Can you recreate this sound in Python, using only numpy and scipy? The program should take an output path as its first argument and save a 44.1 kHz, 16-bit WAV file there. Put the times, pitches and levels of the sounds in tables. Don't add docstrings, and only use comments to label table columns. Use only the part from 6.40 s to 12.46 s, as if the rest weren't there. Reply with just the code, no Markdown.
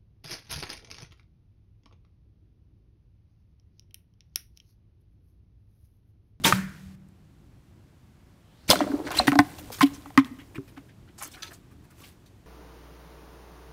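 import sys
import numpy as np
from scipy import signal
from scipy.fft import rfft, irfft
from scipy.io import wavfile
from scipy.ndimage import uniform_filter1d, map_coordinates

SR = 44100
rng = np.random.default_rng(int(sys.argv[2]) if len(sys.argv) > 2 else 0)


def file_out(sig):
    cols = np.atleast_2d(sig).T
    lim = np.clip(cols, -1, 1)
    pcm = np.round(lim * 32767).astype(np.int16)
    wavfile.write(sys.argv[1], SR, pcm)


def invert_db(x):
    u = np.asarray(x, float) / 20
    return 10 ** u


N = 267246

# (time [s], level [dB])
AIR_GAIN = [(0.0, -41.5), (0.52, -54), (2.04, -55.5), (2.8, -44), (3.93, -54.5), (6.06, -55)]
# (frequency [Hz], density [dB per Hz])
TRAFFIC_SPECTRUM = [(25, -17), (43, 0), (107, 4), (223, -6), (345, -9.5), (500, -26.5), (1200, -32.5),
                    (2640, -120)]
HISS_SPECTRUM = [(240, -36), (400, -8), (472, -4), (501, -6.5), (540, -4), (3590, -16.5), (14500, -26.5)]
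HISS_DB, CLOSER_START_S, CLOSER_RAMP_S, CLOSER_DB = -16, 0.55, 1.6, 5.5
# (frequency [Hz], t60 [s])
YARD_T60 = [(200, 0.9), (1500, 0.5), (4000, 0.68), (12000, .2)]

# (time [s], peak [dB], centre [Hz])
SHARP_TICKS = [(.018, -45, 9000), (.022, -48, 4000), (.038, -27, 4500), (.0415, -18, 10600),
               (.054, -16, 12000), (.138, -28, 13500), (.149, -26, 12000), (.178, -38, 11000),
               (.687, -56, 7000), (2.356, -27, 4500), (2.556, -40, 3000), (2.592, -40, 3000),
               (2.8715, -20, 4000), (2.909, -30, 1200), (4.846, -32, 7500), (5.167, -48, 12000),
               (.061, -14.5, 10900), (.083, -17.5, 9780), (2.3018, -6, 10500), (2.7175, -25, 7750),
               (2.9895, -17, 10500), (2.926, -33, 8960), (3.37, -39, 7570), (3.416, -14, 7000),
               (3.622, -44, 4070), (3.847, -30, 3300), (4.825, -23.5, 8944), (4.877, -30, 14000),
               (4.874, -36, 14000), (5.032, -21.5, 4010), (5.134, -38.5, 12080)]

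# (time [s], level [dB])
LIMB_SHUDDER = [(.034, -59.5), (.04, -31), (.054, -18.5), (.078, -19), (.118, -30), (.155, -36), (.27, -54),
                (.553, -63.5), (.56, -90)]
# (frequency [Hz], density [dB per Hz])
LIMB_SPECTRUM = [(60, -39.5), (100, -14), (197, -1), (752, -14), (1200, -12.5), (2370, -12), (5900, -16.5),
                 (16000, -25)]
# (frequency [Hz], level [dB], t60 [s])
LIMB_MODES = [(186, -15.5, 0.17), (152, -40, 2.3), (592, -35, .4), (300, -26, .08), (910, -19, 0.2),
              (1120, -23, .1), (1620, -28.5, 0.13), (2200, -24, .1), (3180, -24, .1), (1990, -27, .12),
              (5160, -28, .1), (6070, -30, .15)]
# (frequency [Hz], level [dB], t60 [s])
LIMB_HUM = [
    (189.6, -30, 1.25),
    (191.8, -30, 1.2),
]
# (frequency [Hz], level [dB], t60 [s])
FOAM_MODES = [(1280, 7, 0.014), (1500, -3, 0.019), (1790, -3, .018), (2400, -9, 0.014)]

# (time [s], length [s], start [Hz], end [Hz], level [dB])
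STRING_ZIP = [
    (0.042, 0.0086, 2690, 3890, -11.5),
    (0.048, 0.004, 3900, 2900, -16),
    (0.051, 0.0053, 2700, 2200, -18.5),
]
# (time [s], length [s], start [Hz], end [Hz], level [dB])
PLASTIC_SQUEAK = [
    (2.7835, 0.012, 3980, 4500, -10),
]
SLIP_SHARE = 0.03

# (time [s], peak [dB], frequency [Hz], rise [ms])
HOLLOW_BOOMS = [(2.292, -21, 296, 6), (2.331, -27, 264, 3.7), (2.413, -20, 291, 1.7),
                (2.463, -28.5, 304, 1.8), (2.499, -20, 275, 8.4), (2.535, -16, 288, 7.6),
                (2.597, -29.5, 307, 5.9), (2.65, -33, 275, 2.8), (2.801, -29, 234, 4.7),
                (2.879, -12.5, 283, 1.7), (2.921, -18, 280, 1.7), (2.954, -8.5, 288, 13),
                (2.975, -22, 288, 8), (2.992, -7, 288, 6), (3.191, -41, 301, 7.5), (3.238, -45, 285, 9),
                (3.301, -50, 231, 2.6), (3.4279, -13, 280, 3), (3.435, -10, 280, 4.5),
                (3.517, -40, 277, 2.1), (3.569, -37, 288, 15), (3.663, -39, 288, 5), (3.776, 0, 272, 11),
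                (3.846, -33, 253, 5), (3.911, -35, 261, 3.4), (3.932, -37, 265, 6), (3.985, -42.5, 285, 5),
                (4.156, -38, 326, 7), (4.18, -29.5, 277, 7), (4.37, -35, 275, 10)]
HOLLOW_T60_S, FREER_S_PER_DB = 0.084, 0.0009
# (time [s], peak [dB], centre [Hz], click
# [dB])
WALL_KNOCKS = [(2.302, -8, 520, 6), (2.31, -8, 1050, -1), (2.331, -8, 680, -28), (2.356, -16, 1300, -10.5),
               (2.406, -13, 654, -17.5), (2.44, -29, 1094, -17.5), (2.475, -24, 651, -24.5),
               (2.517, -29.5, 1280, -11.5), (2.554, -33, 659, -12), (2.592, -42, 1030, -14),
               (2.706, -17, 900, -14), (2.74, -23, 940, -14), (2.797, -8, 700, -16), (2.879, -9, 850, -12),
               (2.919, -12, 1230, -18), (2.931, -16, 742, -26), (2.955, -11, 800, -14),
               (2.989, -1, 820, -14), (3.186, -31.5, 651, -4.5), (3.303, -27, 480, -22),
               (3.408, -10, 1100, -6), (3.416, -18, 1600, -3), (3.429, -12, 800, -7),
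               (3.659, -31, 800, -24), (3.704, -32, 800, -18), (3.753, -43, 700, -20),
               (3.776, -1.5, 1120, -21), (4.155, -33, 1160, -16), (4.18, -33, 1200, -22),
               (4.376, -38, 851, -12),
               (2.99, -4, 1600, -31.5),
    (2.9895, -10, 3900, -26),
    (3.409, -3, 1080, -30),
    (3.847, -32, 3000, -8),
    (3.777, -10, 1900, -29.5),
    (2.879, -10, 1700, -30),
]
# (frequency [Hz], level [dB], share of blow t60 [1])
WALL_MODES = [(427, -7, 1.6), (508, -7, 1.2), (600, -6, 1.1), (727, -3, 1.15), (860, -3, 0.6),
              (1040, -2, 1.0), (1085, -1, .85), (1290, -3, 0.8), (1526, 1, 0.75), (1845, -2, 1.0),
              (2030, 0, 1.15), (2190, -2, .9), (2770, -8, .9), (4300, -14, 1)]
WALL_T60_S, HARD_SHORTENS, LIGHT_SHORTENS = 0.058, 0.5, 0.13
DETUNE_SHARE = 0.013
EDGE_DB = -10.5
# (time [s], level [dB],
# frequency [Hz], t60 [s])
LOW_RINGS = [(.46, -39, 84, .3), (2.293, -18, 100, .09), (2.294, -15, 190, .08), (2.36, -30, 185, .2),
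             (2.43, -31, 200, .25), (2.313, -19, 530, .08), (2.333, -20, 630, .09), (2.362, -27, 570, .08),
             (2.408, -22, 600, .08), (2.465, -28, 610, .08), (2.54, -31, 580, .09), (2.645, -31, 345, .08),
             (2.665, -30, 600, .09), (2.812, -25, 560, .1), (2.802, -22, 745, .12), (2.99, -22, 200, .1),
             (2.792, -25.5, 65, .12), (2.878, -21, 140, .16), (2.987, -16, 110, .08), (3.41, -19, 160, .1),
             (3.777, -18, 120, .08), (4.181, -22, 132, 0.052), (4.184, -29, 387, 0.11),
             (4.81, -36, 822, 0.071), (4.82, -44, 620, .1), (4.85, -44, 1330, .12), (4.95, -48, 750, .12),
             (5.024, -41, 1300, .15), (5.05, -50, 930, .15), (5.112, -45, 680, .08),
             (5.615, -48, 1150, .1)]

# (time [s], level [dB], centre [Hz], share of t60 [1])
SHAFT_TAPS = [(2.3018, -16, 4300, .6), (2.3105, -13, 3400, 0.6), (2.37, -36, 4500, .5),
              (2.39, -33, 4500, 0.5), (3.318, -60, 5040, 1.25), (3.384, -49, 4000, .9),
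              (4.828, -42, 7200, 0.7), (4.845, -50, 6400, .8), (5.022, -40, 5600, 1.3),
              (5.032, -46, 3370, 1.3), (5.073, -52, 4300, 1.6)]
# (frequency [Hz], level [dB], t60 [s])
SHAFT_MODES = [(1345, -6, .06), (2950, -5, 0.05), (3410, 3, 0.051), (3510, 2, 0.05), (4130, 1, 0.06),
               (4410, -10, 0.017), (4735, 0, .05), (5230, -4, .05), (6075, -1, .08), (6900, -9, 0.08),
               (9600, -9.5, .03), (11585, -5, .05)]
# (time [s], centre [Hz], level [dB])
FEATHER_FLIGHT = [
    (2.0, 2670, -85.5),
    (2.1, 2987, -72.5),
    (2.2, 3800, -71),
    (2.277, 4867, -69.5),
]

# (time [s], peak [dB], centre [Hz], treble [dB], t60 [s])
ENTRY_SCRAPES = [(2.278, -22, 4300, -10.5, .05), (2.289, -9, 3000, -17, 0.036),
                 (2.304, -3, 3417, -11.5, .13), (2.335, -25, 4660, -14.5, 0.35),
                 (2.65, -36, 4200, -22, .05), (2.99, -15, 1500, -20, 0.055),
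                 (3.412, -7, 2539, -22.5, 0.066), (3.424, -7, 3000, -18, 0.035),
                 (3.778, -14, 1300, -30.5, 0.08), (3.317, -24, 4500, -9, .22),
                 (4.804, -27, 1200, -19.5, .17), (5.022, -26, 3420, -16.5, .12)]
# (time [s], peak [dB], centre [Hz], treble [dB])
STAND_SKIDS = [(2.4014, -17, 1580, -38), (2.666, -21, 1555, -30.5), (2.7094, -18.5, 1380, -20),
               (2.7134, -24.5, 1600, -25.5), (2.743, -20.5, 2400, -18.5), (2.7664, -15, 4010, -12),
               (2.797, -21, 2700, -20), (2.87, -9, 2400, -16), (2.925, -26, 1492, -29),
               (3.1797, -31, 2143, -7), (3.3827, -29, 1200, -5), (3.454, -27, 2160, -14.5),
               (3.5343, -35, 5620, -13), (3.626, -53, 2940, -22), (3.6548, -38.5, 1660, -21.5),
               (3.85, -35.5, 1500, -18), (3.985, -37, 2000, -24), (4.0, -38, 2200, -24),
               (4.1457, -32, 1940, -21), (4.2756, -43, 3170, -13.5), (4.363, -37, 1860, -26.5),
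               (4.4857, -45, 2010, -35), (4.675, -45, 1700, -30)]
# (time [s], peak [dB], centre [Hz], treble [dB])
LEAF_BRUSHES = [(4.779, -31, 7000, -26), (4.823, -24, 8620, -16), (4.843, -32, 7100, -17.5),
                (4.862, -38, 4000, -11.5), (4.9107, -38, 5930, -10), (4.9342, -33, 3200, -17),
                (4.965, -38, 1500, -25), (4.99, -39, 1300, -30), (5.0633, -37, 4400, -23),
                (5.1074, -36, 1260, -20), (5.129, -37.5, 6600, -15), (5.3094, -49, 1510, -11.5),
                (5.4362, -48, 1330, -13), (5.5016, -43, 1404, -10.5), (5.635, -37, 2900, -23),
                (5.8574, -47, 4130, -11)]
SKID_T60_S, LEAF_T60_S = 0.08, 0.075
HOLD_S, HOLD_S_PER_DB, LONGEST_HOLD_S = 0.006, 0.0004, 0.018

# (time [s], effort [dB], grit share [dB])
TUMBLE_DRAG = [(2.28, -48, -14), (2.36, -34, -18), (2.74, -41, -17), (2.86, -41, -9), (3.0, -57, 5),
               (3.5, -58, 3), (3.7, -62, 2), (4.5, -66, -5)]
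# (frequency [Hz], density [dB per Hz])
DRAG_SPECTRUM = [(180, -27), (300, 0), (337, -5.5), (502, -17.5), (737, -22), (1120, -24), (4990, -30),
                 (16000, -33.5)]
# (time [s], hold [s], level [dB], grit share [dB])
LEAF_SWEEPS = [
    (4.815, .335, -64, 4),
    (5.605, .08, -68, 12.5),
]
SWEEP_RISE_DB_PER_S, SWEEP_FALL_DB_PER_S = 250, 260
STAND_MURMUR_DB = -65

# (time [s], level [dB])
RUB_GAIN = [(2.31, -38), (2.42, -47), (2.63, -64), (2.675, -44), (2.702, -56), (2.74, -47), (2.78, -33),
            (2.82, -42), (2.86, -46), (2.87, -70)]
# (centre [Hz], width [octaves], level [dB])
RUB_RESONANCES = [(4200, .09, -2), (5800, .08, -8), (8200, .2, -12), (1500, .7, 2), (4000, .6, -9)]

SHELF_HZ, SHELF_WIDTH_HZ = 15450, 450


def unit(x):
    return x / np.sqrt(np.mean(x ** 2) + 1e-20)


def along(points, hz):
    f, v = np.transpose(points)
    return np.interp(np.log(hz + 1), np.log(f + 1), v)


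def curves(rows):
    s, *columns = np.transpose(rows)
    t = np.arange(N) / SR
    return [invert_db(np.interp(t, s, db, left=-120, right=-120)) for db in columns]


def noise(gain, size=N, spiky_db=0.):
    grains = np.minimum(rng.exponential(1, size), 5)
    white = rng.standard_normal(size) * invert_db(spiky_db * grains)
    return unit(irfft(rfft(white) * gain(np.fft.rfftfreq(size, 1 / SR)), size))


def add(track, s, sound):
    part = track[round(s * SR):][:len(sound)]
    part += sound[:len(part)]


def ring(modes, rise_s, scatter_db=0., size=SR // 2):
    t = np.arange(size) / SR
    tones = np.zeros(size)
    for hz, db, t60 in modes:
        decay = invert_db(db + scatter_db * rng.normal() - 60 * t / t60)
        tones += decay * np.sin(2 * np.pi * hz * t)
    return tones * (1 - np.exp(-t / rise_s))


def struck(modes, centre_hz, octaves, t60):
    return [(hz, db - 5.1 * (np.log2(hz / centre_hz) / octaves) ** 2, t60 * share)
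            for hz, db, share in modes]


def hump(hz, centre_hz, octaves):
    return np.exp(-0.5 * (np.log2((hz + 1) / centre_hz) / octaves) ** 2)


def patchy(x, depth_db):
    z = signal.stft(x, nperseg=128)[2]
    field = uniform_filter1d(rng.standard_normal(z.shape), size=4, axis=0)
    field = unit(uniform_filter1d(field, size=3, axis=1))
    gain = invert_db(depth_db * field - 0.061 * depth_db ** 2)
    return signal.istft(z * gain, nperseg=128)[1][:N]


def yard(x, centre_hz, octaves):
    hz, t, z = signal.stft(rng.standard_normal(SR), SR, nperseg=256)
    decay = invert_db(-60 * t / along(YARD_T60, hz)[:, None])
    tail = signal.istft(z * hump(hz, centre_hz, octaves)[:, None] * decay, SR, nperseg=256)[1]
    delayed = np.pad(x, (500, 0))
    return signal.fftconvolve(delayed, tail / np.linalg.norm(tail))[:N]


def air():
    gain, = curves(AIR_GAIN)
    t = np.arange(N) / SR
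    swell_db = 1.4 * map_coordinates(rng.standard_normal(60), [t * 8])
    traffic = invert_db(swell_db) * noise(lambda hz: invert_db(along(TRAFFIC_SPECTRUM, hz)))
    closer = np.clip((t - CLOSER_START_S) / CLOSER_RAMP_S, 0, 1)
    hiss = invert_db(HISS_DB + CLOSER_DB * closer) * noise(lambda hz: invert_db(along(HISS_SPECTRUM, hz)))
    return gain * (traffic + hiss)


def ticks():
    out, t = np.zeros(N), np.arange(512) / SR
    for s, db, hz in SHARP_TICKS:
        snap = noise(lambda f: hump(f, hz, 0.54), size=512)
        add(out, s, invert_db(db - 5 - 60 * t / 0.007) * snap)
    return out


def bow():
    rattle = curves(LIMB_SHUDDER)[0] * noise(lambda hz: invert_db(along(LIMB_SPECTRUM, hz)), spiky_db=3.0)
    t = np.arange(2048) / SR
    slap = noise(lambda hz: hump(hz, 1800, 1.0) + 0.1, size=2048)
    add(rattle, 0.1245, invert_db(-20 - 60 * t / 0.02) * slap)
    out = rattle + invert_db(-21) * yard(np.roll(rattle, 2000), 1480, 0.42)

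    wobble = map_coordinates(rng.standard_normal(90), [np.arange(2 * SR) * 40 / SR])
    shake = invert_db(1.8 * wobble)
    add(out, 0.051, shake * ring(LIMB_MODES, 0.0012, size=2 * SR))
    add(out, 0.122, shake * ring(LIMB_HUM, 0.012, size=2 * SR))

    add(out, 0.1245, invert_db(-8) * ring(FOAM_MODES, 0.0003, size=2048))
    add(out, 0.1278, invert_db(-17) * ring(FOAM_MODES, 0.0006, size=2048))
    add(out, 0.129, ring([(120, -19, 0.12), (1500, -25.5, 0.012)], 0.0029))
    add(out, 0.189, ring([(1580, -35, 0.013)], 0.00065))
    return out


def whistles():
    out = np.zeros(N)
    # overtone [dB], how late the glide comes
    rows = [(*row, -26, 1.) for row in STRING_ZIP] + [(*row, -14, 5.) for row in PLASTIC_SQUEAK]
    for s, length_s, start_hz, end_hz, db, over_db, late in rows:
        u = np.linspace(0, 1, int(length_s * SR))
        slip = 1 + SLIP_SHARE * unit(uniform_filter1d(rng.standard_normal(len(u)), size=24))
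        hz = (start_hz + (end_hz - start_hz) * u ** late) * slip
        phase = 2 * np.pi * np.cumsum(hz) / SR
        tone = np.sin(phase) + invert_db(over_db) * np.sin(2 * phase)
        add(out, s, invert_db(db) * np.sin(np.pi * u ** 2.2) ** 0.8 * tone)
    return out


def stand():
    out, t = np.zeros(N), np.arange(2048) / SR
    for s, db, hz, rise_ms in HOLLOW_BOOMS:
        add(out, s, ring([(hz, db + 5.5, HOLLOW_T60_S - FREER_S_PER_DB * db)], rise_ms / 1000))
    for s, db, hz, click_db in WALL_KNOCKS:
        t60 = WALL_T60_S * (1000 / hz) ** HARD_SHORTENS * invert_db(LIGHT_SHORTENS * db)
        woken = []
        for k, (mode_hz, mode_db, mode_t60) in enumerate(struck(WALL_MODES, hz, 0.3, t60)):
            sign = (-1) ** k
            woken.append((sign * mode_hz * (1 + DETUNE_SHARE * rng.normal()), mode_db, mode_t60))
        add(out, s, invert_db(db - 5.5) * ring(woken, 0.0003, scatter_db=1.5, size=8192))
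        slap = invert_db(-2.5) * noise(lambda f: hump(f, 1.35 * hz, 0.45), size=2048)
        click = invert_db(click_db) * noise(lambda f: hump(f, 4600, 0.31), size=2048)
        edge = invert_db(click_db + EDGE_DB) * noise(lambda f: hump(f, 7300, 0.65), size=2048)
        add(out, s, invert_db(db - 6 - 60 * t / (0.36 * t60)) * (slap + click + edge))
    for s, db, hz, t60 in LOW_RINGS:
        add(out, s, ring([(hz, db, t60)], 0.004))
    return out


def arrow():
    out = np.zeros(N)
    for s, db, hz, share in SHAFT_TAPS:
        woken = struck(SHAFT_MODES, hz, 0.55, share)
        add(out, s, invert_db(db) * ring(woken, 0.0005, scatter_db=2, size=8192))
    s, hz, db = np.transpose(FEATHER_FLIGHT)
    bins, t, z = signal.stft(rng.standard_normal(N), SR, nperseg=256)
    gain = invert_db(np.interp(t, s, db, left=-120, right=-120) + 13)
    sweep = hump(bins[:, None], np.interp(t, s, hz), 0.3) * gain
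    return out + signal.istft(z * sweep, SR, nperseg=256)[1][:N]


def scuffs():
    out, t = np.zeros(N), np.arange(8192) / SR
    # t60 [s] where missing, spikiness [dB]
    rows = [(*row, 4.) for row in ENTRY_SCRAPES]
    rows += [(*row, SKID_T60_S, 4.) for row in STAND_SKIDS]
    rows += [(*row, LEAF_T60_S, 2.5) for row in LEAF_BRUSHES]
    for s, db, hz, treble_db, t60, spiky_db in rows:
        hold_s = min(HOLD_S - HOLD_S_PER_DB * db, LONGEST_HOLD_S)
        bumps = uniform_filter1d(rng.standard_normal(4097), size=40)
        ripple = invert_db(3 * unit(uniform_filter1d(bumps, size=40)))

        def colour(f):
            body = hump(f, hz, 0.53) + 0.98 * hump(f, 1400, 1.0)
            return ripple * (body + invert_db(treble_db + 6) * hump(f, 11000, 0.92))

        stroke = (1 - np.exp(-t / 0.0026)) * invert_db(-60 * np.maximum(t - hold_s, 0) / t60)
        add(out, s, invert_db(db - 14.5) * stroke * noise(colour, size=8192, spiky_db=spiky_db))
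    return out


def tumble():
    body, share = curves(TUMBLE_DRAG)
    grit, t = body * share, np.arange(N) / SR
    for s, hold_s, db, grit_db in LEAF_SWEEPS:
        rise_db = SWEEP_RISE_DB_PER_S * np.maximum(s - t, 0)
        fall_db = SWEEP_FALL_DB_PER_S * np.maximum(t - s - hold_s, 0)
        stroke = invert_db(db - rise_db - fall_db)
        body = body + stroke
        grit = grit + invert_db(grit_db) * stroke
    low = body * noise(lambda hz: invert_db(along(DRAG_SPECTRUM, hz)) * hump(hz, 640, 0.8), spiky_db=7)
    murmur = np.clip((t - 2.3) / 1.5, 0, 1) * noise(lambda hz: hump(hz, 300, 0.3))
    high = noise(lambda hz: invert_db(along(DRAG_SPECTRUM, hz)) * hz ** 2 / (hz ** 2 + 800 ** 2), spiky_db=4)
    return low + invert_db(STAND_MURMUR_DB) * murmur + grit * high


def rubbing():
    def colour(f):
        return sum(invert_db(db) * hump(f, hz, octaves) for hz, octaves, db in RUB_RESONANCES)

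    return curves(RUB_GAIN)[0] * patchy(noise(colour, spiky_db=3), depth_db=3)


def scene():
    scrapes = patchy(scuffs() + tumble(), depth_db=2.5)
    near = stand() + arrow() + scrapes + whistles() + ticks() + rubbing()
    return (bow() + near + invert_db(-31) * yard(near, 1200, 2.1) + air())[None]


def roll_off(x):
    return signal.sosfilt(signal.butter(12, 16790, fs=SR, output="sos"), x)


def record(dry):
    above = np.clip((np.fft.rfftfreq(N, 1 / SR) - SHELF_HZ) / SHELF_WIDTH_HZ, 0, 1)
    dull = irfft(rfft(dry) * invert_db(-30 * above ** 2), N)
    soft = dull / (1 + np.abs(dull / 0.95) ** 6) ** (1 / 6)
    return roll_off(soft)


dry = scene()
out = record(dry)
file_out(out)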